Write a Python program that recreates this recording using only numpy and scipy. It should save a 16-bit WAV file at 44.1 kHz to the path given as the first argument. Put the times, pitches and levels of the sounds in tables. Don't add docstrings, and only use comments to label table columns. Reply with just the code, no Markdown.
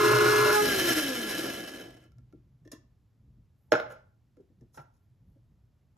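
import sys
import numpy as np
from scipy import signal
from scipy.fft import rfft, irfft, next_fast_len
from scipy.io import wavfile

SR = 44100
rng = np.random.default_rng(int(sys.argv[2]) if len(sys.argv) > 2 else 0)


def voltage_ratio(decibels):
    exponent = np.asarray(decibels, float) / 20
    return 10 ** exponent


def transcribe(signal):
    frames = np.atleast_2d(signal).T
    limited = np.clip(frames, -1, 1)
    pcm = np.round(limited * 32767).astype(np.int16)
    wavfile.write(sys.argv[1], SR, pcm)


N = 263277
T = np.arange(N) / SR
FULL_HZ = 422
COAST_S = 0.695


def evened(x):
    return x / np.sqrt(np.mean(x ** 2) + 1e-20)


def peaked(x, db):
    return voltage_ratio(db) * x / abs(x).max()


def add(mix, s, sound):
    part = mix[round(s * SR):][:len(sound)]
    part += sound[:len(part)]


def bump(s, length):
    return np.exp(-.5 * ((T - s) / max(length, .005)) ** 2)


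def step(s, rise):
    return .5 + .5 * np.tanh((T - s) / max(rise, .002))


def read(points, hz):
    f, value = np.transpose(points)
    return np.interp(np.log(hz + 1), np.log(f + 1), value)


def curve(rows, axis=1, fade=.03):
    rows = np.array(rows)
    outside = np.maximum(rows[0, 0] - T, 0) + np.maximum(T - rows[-1, 0], 0)
    return voltage_ratio(np.interp(T, rows[:, 0], rows[:, axis]) - 20 * outside / fade)


def colour(x, gain):
    size = next_fast_len(N)
    return irfft(rfft(x, size) * gain(np.fft.rfftfreq(size, 1 / SR)), size)[..., :N]


def above(x, order, hz):
    return signal.sosfilt(signal.butter(order, hz, "high", fs=SR, output="sos"), x)


def ringing(x, resonances):
    def response(f):
        total = 0
        for k, (hz, width, db) in enumerate(resonances):
            detuning = (f * f - hz * hz) / (np.maximum(f, 1) * width)
            total = total + (-1) ** k * voltage_ratio(db) / (1 + 1j * detuning)
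        return total
    return colour(x, response)


def wander(hz):
    return evened(colour(rng.standard_normal(N), lambda f: np.exp(-(f / hz) ** 2)))


def speed():
    ease_s, sag_hz_per_s2 = 0.4, 80
    drag_s, friction_hz = 1.72, 300
    powered = FULL_HZ - sag_hz_per_s2 * (np.clip(T, ease_s, COAST_S) - ease_s) ** 2
    decay = np.exp(-np.maximum(T - COAST_S, 0) / drag_s)
    return np.maximum((powered + friction_hz) * decay - friction_hz, 1)


def turns():
    return np.cumsum(speed()) / SR


def order_db(order):
    # powered level in dB, coasting level at full speed in dB,
    # time in seconds when the drive leaves it.
    order_levels = [(-27, -44, .66), (-42, -50, .625), (-33, -54, .615), (-37, -54, .75), (-36.5, -54, .62)]
    # frequency in Hz, width in Hz, lift in dB.
    swept = [(295.4, 44, 17.5), (352, 22, 9.5), (520, 25, 16), (700, 28, 4.5), (1040, 51, 7),
             (1640, 60, 10)]
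    # time in seconds, length in seconds, change in dB.
    grip = [
        (.56, .05, -2.5),
        (.585, .045, 18),
        (.51, .04, -11),
        (.705, .025, 8),
        (.57, .04, -3),
    ]
    powered_db, coast_db, off_s = order_levels[order - 1]
    s, length, change_db = grip[order - 1]
    shaft = speed()
    lift_db = sum(db / (1 + ((order * shaft - hz) / width) ** 2) for hz, width, db in swept)
    unbalance_db = 29.5 * np.log10(shaft / FULL_HZ)
    coasting = coast_db + lift_db + unbalance_db - 400 * np.maximum(T - 1.3, 0)
    off = step(off_s, .01)
    return (1 - off) * (powered_db + change_db * bump(s, length)) + off * coasting


def rotor():
    # order, level in dB.
    high_orders = [(7, -55), (9, -64.5), (10, -56.5), (11, -60.5)]
    angle = 2 * np.pi * turns()
    flutter_db = .4 + 4 * step(COAST_S, 0.017)
    low = 0
    for k in range(1, 6):
        level = voltage_ratio(order_db(k) + flutter_db * wander(15))
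        low = low + level * np.sin(k * angle + 0.044 * wander(25))
    high = 0
    for k, db in high_orders:
        high = high + voltage_ratio(db + 0.72 * wander(20)) * np.sin(k * angle + 0.35 * wander(36))
    high_db, high_off_s, fall_db_per_s = 9.5, 0.5, 157
    high_gain = voltage_ratio(high_db - fall_db_per_s * np.maximum(T - high_off_s, 0))
    return np.sqrt(2) * (low + high * high_gain)


def motor():
    # frequency in Hz, width in Hz, level in dB.
    held = [(130, 16, -7.5), (250, 72, -18.5), (356, 32, 0.5), (570, 4, -7.5), (600, 13, -5),
            (1040, 80, -4.5), (1152, 17, -10.5), (1319, 90, -13), (1443, 29, 1.5), (1560, 74, -15),
            (1808, 630, -22.5), (2410, 250, -20.5), (2707, 44, -12), (3370, 17, -28.5)]
    mains_angle = 2 * np.pi * 120 * T
    pulse = 1 + 0.21 * np.cos(mains_angle)
    shake = evened(ringing(rng.standard_normal(N) * pulse * voltage_ratio(2.2 * wander(82)), held))
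    hum = voltage_ratio(-16 + 3.0 * wander(8)) * np.sin(mains_angle)
    drive_db, off_s, fall_db_per_s = -24.5, .52, 295.5
    return voltage_ratio(drive_db - fall_db_per_s * np.maximum(T - off_s, 0)) * (shake + hum)


def grounds():
    # time in seconds, level in dB.
    grind = [(0, -38.5), (.55, -38.5), (.68, -38), (.8, -38.5), (.86, -37.5), (1.02, -40), (1.11, -45),
             (1.42, -46), (1.57, -50.5), (1.83, -59.5), (1.88, -67), (2.05, -77.5), (2.12, -102)]
    # frequency in Hz, width in Hz, level in dB.
    base_modes = [(124, 21, -19), (300, 74, 0.5), (367, 93, -2), (496, 140, -9), (674, 50, -4),
                  (708, 72, -7.5)]
    cup_modes = [(1010, 200, -15.5), (1375, 34, -1), (1689, 80, 4.5), (1733, 21, -8.5), (2010, 89, -4.5),
                 (2300, 900, -12), (2623, 38, -1.5)]
    lid_ring = [(3030, 110, 0), (3115, 90, 0)]
    # frequency in Hz, density in dB per Hz.
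    swirl_spectrum = [(400, -17.5), (700, -7.5), (1400, -4.5), (2300, -5.5), (4000, -1.5), (6000, -2.5),
                      (7400, -5.5), (8070, 4), (8600, -9), (11000, -1), (13500, -5), (16000, -6)]
    # time in seconds, length in seconds, lift in dB.
    hops = [
        (0.663, 0.06, 7),
        (0.906, 0.021, 5),
        (1.3, 0.09, 2),
        (1.464, 0.02, 6.5),
        (1.6, 0.12, 3.5),
        (1.869, 0.046, 4.5),
    ]
    dust_hz = 9000
    sweep = 1 + 0.22 * np.cos(2 * np.pi * turns())
    gusts = voltage_ratio(1.4 * wander(37))
    sizes = voltage_ratio(3.7 * np.minimum(rng.exponential(1, (3, N)), 5))
    crumbs = rng.standard_normal((3, N)) * sizes * sweep * gusts
    stir_db = 20 * np.log10(curve(grind) + 1e-12) + 38
    free = step(0.58, 0.075)

    def law(held_db, free_db, slope):
        return voltage_ratio(held_db + (free_db - held_db) * free + slope * stir_db)

    cup = law(-40, -33.5, 1) * evened(ringing(crumbs[0], cup_modes))
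    hopping = voltage_ratio(sum(db * bump(s, length) for s, length, db in hops))
    base = law(-49.5, -35, .7) * hopping * evened(ringing(crumbs[1], base_modes))
    lid = law(-51.5, -37.5, 0.94) * evened(ringing(crumbs[1], lid_ring))
    coarse = colour(crumbs[2], lambda f: voltage_ratio(read(swirl_spectrum, f)) * (f < dust_hz))
    fine = colour(crumbs[2], lambda f: voltage_ratio(read(swirl_spectrum, f)) * (f >= dust_hz))
    swirl = law(-32.5, -31.5, 1.1) * evened(coarse)
    dust = law(-37.5, -34.5, 1.2) * evened(fine)
    return cup + lid + base + swirl + dust


def room_tone():
    # frequency in Hz, density in dB per Hz.
    quiet = [(20, -26), (40, -16.5), (100, -4.5), (160, -18), (250, -21.5), (480, -31.5), (700, -34.5),
             (2200, -44), (5400, -48), (9000, -52.5), (12600, -51.5), (16000, -55)]
    # time in seconds, length in seconds, level in dB.
    swells = [
        (0.728, .07, -44.5),
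        (0.926, .1, -52.5),
        (1.3, 0.9, -61.5),
        (2.41, 0.23, -64),
        (3.326, 0.092, -61),
        (3.882, .12, -61),
        (4.621, .05, -60),
        (4.8, 0.041, -62),
        (5.299, 0.058, -60.5),
        (5.52, .08, -67.5),
    ]
    hiss_db, rumble_db = -68, -69
    hiss = voltage_ratio(hiss_db) * evened(colour(rng.standard_normal((2, N)), lambda f: voltage_ratio(read(quiet, f))))
    lumpy = rng.standard_normal(N) * voltage_ratio(2.1 * wander(12))
    low = ringing(lumpy, [(54, 19, -0.5), (121.0, 13, 5.5), (195.0, 83, -9.5)])
    low = colour(low, lambda f: 1 / (1 + (f / 330) ** 2))
    at_ports = np.array([[.9, .12], [.9, -0.43]]) @ hiss
    swell = sum(voltage_ratio(db) * bump(s, length) for s, length, db in swells)
    return at_ports + (voltage_ratio(rumble_db) + swell) * evened(low)


def strike(ms, size=6000):
    t = np.arange(size) / SR * 1000
    grit = rng.standard_normal(size) * np.exp(-t / max(ms, .2)) * np.clip(t / (0.05 * ms), 0, 1)
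    push = np.arange(size) == round(.2 * ms * SR / 1000)
    return grit + 0.083 * np.linalg.norm(grit) * push


def modes(table):
    t = np.arange(SR // 4) / SR
    return sum(voltage_ratio(db - 60 * t / t60) * np.sin(2 * np.pi * hz * t) for hz, db, t60 in table)


def blows(rows, table):
    out = np.zeros(N)
    grit = signal.iirpeak(6200, 2.5, fs=SR)
    body = modes(table)
    for s, db, tick_db, ms in rows:
        force = strike(ms)
        tick = above(force, 2, 3500)
        add(out, s, peaked(signal.fftconvolve(force, body), db))
        add(out, s, peaked(0.18 * tick + signal.lfilter(*grit, tick), db + tick_db))
    return out


def settling():
    # time in seconds, peak in dB, tick relative to it in dB, contact in ms.
    settle_hits = [
        (2.039, -60, 2, 3.7),
        (2.119, -67.5, 5, 3.),
        (2.1834, -61.5, 1.5, 3),
        (2.3255, -59.5, -2, 1.83),
    ]
    # frequency in Hz, level in dB, t60 in seconds.
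    settle_modes = [(716, -5, 0.0211), (1367, -6.5, 0.067), (1685, -15, 0.031), (2166, -10, 0.015)]
    return above(blows(settle_hits, settle_modes), 4, 115)


def thuds():
    # time in seconds, peak in dB, strongest mode in Hz, its t60 in seconds, contact in ms.
    pushes = [(2.181, -57, 250, 0.12, 9.7), (2.329, -43.5, 300, 0.1, 7.4), (2.654, -44, 300, 0.079, 2.8),
              (2.727, -38, 300, 0.079, 6.3), (3.722, -17.5, 325, 0.079, 9.5),
              (4.367, -50.5, 500, 0.045, 9.7), (4.391, -46, 392, 0.069, 11), (4.492, -55.5, 330, .06, 17.4),
              (4.609, -47, 250, 0.039, 15.4), (4.778, -44, 141.4, 0.19, 3.1),
              (5.354, -54.5, 554, 0.045, 9.4)]
    # frequency in Hz, level in dB, t60 in seconds.
    table_modes = [(125, -14.5, 0.11), (174, -8.5, 0.075), (271, -7.5, 0.05), (300, 6.5, 0.047),
                   (344.8, 1, 0.096), (434, -5.5, 0.065), (500, -9.5, 0.046), (585, -12, 0.04)]
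    swell_s = 0.018
    out = np.zeros(N)
    soft = signal.butter(3, 700, fs=SR, output="sos")
    for s, db, hz, t60, ms in pushes:
        body = modes(table_modes + [(hz, 6.0, t60)])
        sound = signal.fftconvolve(signal.sosfilt(soft, strike(ms)), body)
        rise = np.clip(np.arange(len(sound)) / SR / swell_s, 0, 1)
        add(out, s, peaked(sound * np.sin(np.pi / 2 * rise) ** 2, db))
    return above(out, 4, 115)


def rustles():
    # time in seconds, length in seconds, level in dB, lowest frequency in Hz.
    slides = [
        (2.33, 0.13, -95, 1816),
        (3.63, .04, -83.5, 9500),
        (3.789, .04, -72, 9400),
        (3.92, .015, -65.5, 5500),
        (4.76, 0.0145, -62, 5500),
        (4.818, 0.011, -73.5, 5560),
        (4.96, 0.022, -81.5, 5000),
        (5.037, 0.019, -87, 9500),
        (5.299, .04, -87, 9500),
    ]
    span = 2.2
    size = next_fast_len(N)
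    grain = rfft(rng.standard_normal(N) * voltage_ratio(2.5 * wander(150)), size)
    f = np.fft.rfftfreq(size, 1 / SR) + 1
    out = np.zeros(N)
    for s, length, db, low_hz in slides:
        u = (f / low_hz) ** 6
        band = irfft(grain / (1 + 1 / u) / (1 + u / span ** 6), size)[:N]
        out += voltage_ratio(db) * bump(s, length) * evened(band)
    return out


def rim_clicks():
    # time in seconds, peak in dB, tick above 3 kHz relative to it in dB, contact in ms.
    rim_hits = [
        (2.650, -58.5, -3.5, 15),
        (2.676, -49, -3, 2.3),
        (2.7164, -44, 8, 8.5),
        (2.728, -44, -4.5, 20),
        (4.49, -76, -6.5, 6.),
        (4.61, -69, 6, 4.2),
    ]
    # frequency in Hz, level in dB, t60 in seconds.
    rim_modes = [(605, 8, 0.032), (1057, 0.5, 0.055), (1210, -14, 0.037), (1780, 4, 0.067),
                 (2720, -7, 0.054), (3330, -3.5, 0.021), (4400, -24.5, 0.034), (1360, 10, 0.0025),
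                 (3630, -18, 0.0049)]
    return above(blows(rim_hits, rim_modes), 4, 115)


def lid_knocks():
    # time in seconds, peak in dB, tick above 3 kHz relative to it in dB, contact in ms.
    lid_hits = [
        (3.7205, -4.5, -15.5, 1.8),
        (3.727, -9.5, -17.5, 4.5),
        (3.737, -9, -26, 3.),
        (3.752, -17.5, -22.5, 5.5),
        (3.7995, -20.5, -19, 2.2),
        (3.86, -37, -28, 16),
        (3.9, -36.5, -20.5, 39),
        (4.368, -61.5, -7, 4.),
        (4.405, -66.5, -5.5, 6.),
    ]
    # frequency in Hz, level in dB, t60 in seconds.
    lid_modes = [(534.2, 8.5, 0.0366), (611, 10.5, 0.04), (638, 2.5, 0.064), (827, 0, 0.037),
                 (1068, 0.5, 0.03), (1300, 1, 0.055), (1380, 3, 0.026), (1440, -1, 0.045), (2020, -2, .03),
                 (2300, -21.5, .025), (4570, -25, .015), (830, 14, 0.01), (1373, 11, 0.012),
                 (2310, -15.5, 0.0055)]
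    return above(blows(lid_hits, lid_modes), 2, 380)


def lid_lift():
    # time in seconds, peak in dB, tick relative to it in dB, contact in ms.
    lift_hits = [
        (4.742, -55, 2.5, 40),
        (4.774, -38, -16.5, 14.),
        (4.795, -40, -20.5, 15),
        (4.84, -60, -20, 21),
    ]
    # frequency in Hz, level in dB, t60 in seconds.
    lift_modes = [(640, -2.5, 0.061), (814, 16, 0.033), (1350, 18, 0.036), (1905, -10.5, 0.012),
                  (2610, -31, .02), (950, 24, 0.0092), (1880, -30, 0.0042)]
    return above(blows(lift_hits, lift_modes), 4, 115)


def tail(size):
    # frequency in Hz, t60 in seconds.
    room_decay = [(120, 0.42), (330, 0.25), (870, 0.44), (2300, 0.35), (6000, 0.29), (12000, 0.06)]
    hz, t, z = signal.stft(rng.standard_normal((2, size)), SR, nperseg=256)
    t60 = np.maximum(read(room_decay, hz), .05)[:, None]
    out = signal.istft(z * voltage_ratio(-60 * t / t60), SR, nperseg=256)[1]
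    out *= np.clip(np.arange(out.shape[1]) / SR / 0.0013, 0, 1)
    return out / np.linalg.norm(out[0])


def ports(x):
    # frequency in Hz, lead of the left in radians.
    port_phase = [(0, 0), (520, -.1), (860, -.9), (1290, .5), (3010, -.8), (3960, -.2), (5000, -1.5),
                  (5700, -.5), (6600, 0), (7400, 2.0), (9000, 3.14), (10500, 4.6), (11500, 6.1),
                  (13000, 6.4), (14500, 8.6)]
    # frequency in Hz, left minus right in dB.
    port_balance = [(60, 0), (150, .8), (350, 1.4), (650, -2.9), (1400, -1), (2800, 0), (5600, -1),
                    (9000, 0)]
    # frequency in Hz, likeness of the ports (1 is identical).
    port_same = [(60, 0.88), (250, 1), (600, 0.5), (1300, 0.66), (3000, 0.87), (5000, 0.13), (7000, 0.49),
                 (14000, 0.99)]
    reflections = rng.standard_normal(700) * np.exp(-np.arange(700) / 45.0)
    scramble = 1j * evened(rfft(reflections, next_fast_len(N)).imag)
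    side = np.array([[.5], [-.5]])

    def gain(f):
        same = np.clip(read(port_same, f), -1, 1)
        pair = np.exp(1j * side * read(port_phase, f)) * voltage_ratio(side * read(port_balance, f))
        return pair * (np.sqrt((1 + same) / 2) + 2 * side * scramble * np.sqrt((1 - same) / 2))
    return colour(x, gain)


def emptied(x, gaps):
    hz, t, z = signal.stft(x, SR, nperseg=1024)
    hz = hz[:, None]
    for low, high, jitter in gaps:
        jumps = np.round(rng.standard_normal((len(t) // 3 + 1, 2)) * .7)
        edge = jitter * jumps.repeat(3, 0)[:len(t)].T
        z = z * ((hz < low + edge[0]) | (hz > high + edge[1]))
    return signal.istft(z, SR, nperseg=1024)[1][:N]


def scene():
    machine = rotor() + motor() + grounds()
    table = thuds()
    handled = settling() + rim_clicks() + lid_lift()
    knocks = lid_knocks()
    send = voltage_ratio(-11.5) * machine + voltage_ratio(-9.5) * knocks + voltage_ratio(-13.5) * (table + handled)
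    wet = signal.fftconvolve(send[None], tail(SR), axes=1)[:, :N]
    spread = colour(wet[1], lambda f: .8 / (1 + (400 / np.maximum(f, 1)) ** 2))
    heard = ports(machine + knocks + table + handled + wet[0])
    return heard + np.array([spread, -spread]) + room_tone() + ports(rustles())


def top_cut(x):
    return signal.sosfilt(signal.butter(12, 14590, fs=SR, output="sos"), x)


def record(dry):
    # lower edge in Hz, upper edge in Hz, edge jitter in Hz.
    mid_gaps = [(8300, 9550, 250), (13900, 16500, 150)]
    side_gaps = [(6350, 6800, 200), (11100, 13200, 250)]
    left, right = above(dry, 2, 40)
    mid = emptied((left + right) / 2, mid_gaps)
    side = emptied((left - right) / 2, side_gaps)
    return top_cut(np.array([mid + side, mid - side]))


dry = scene()
out = record(dry)
transcribe(out)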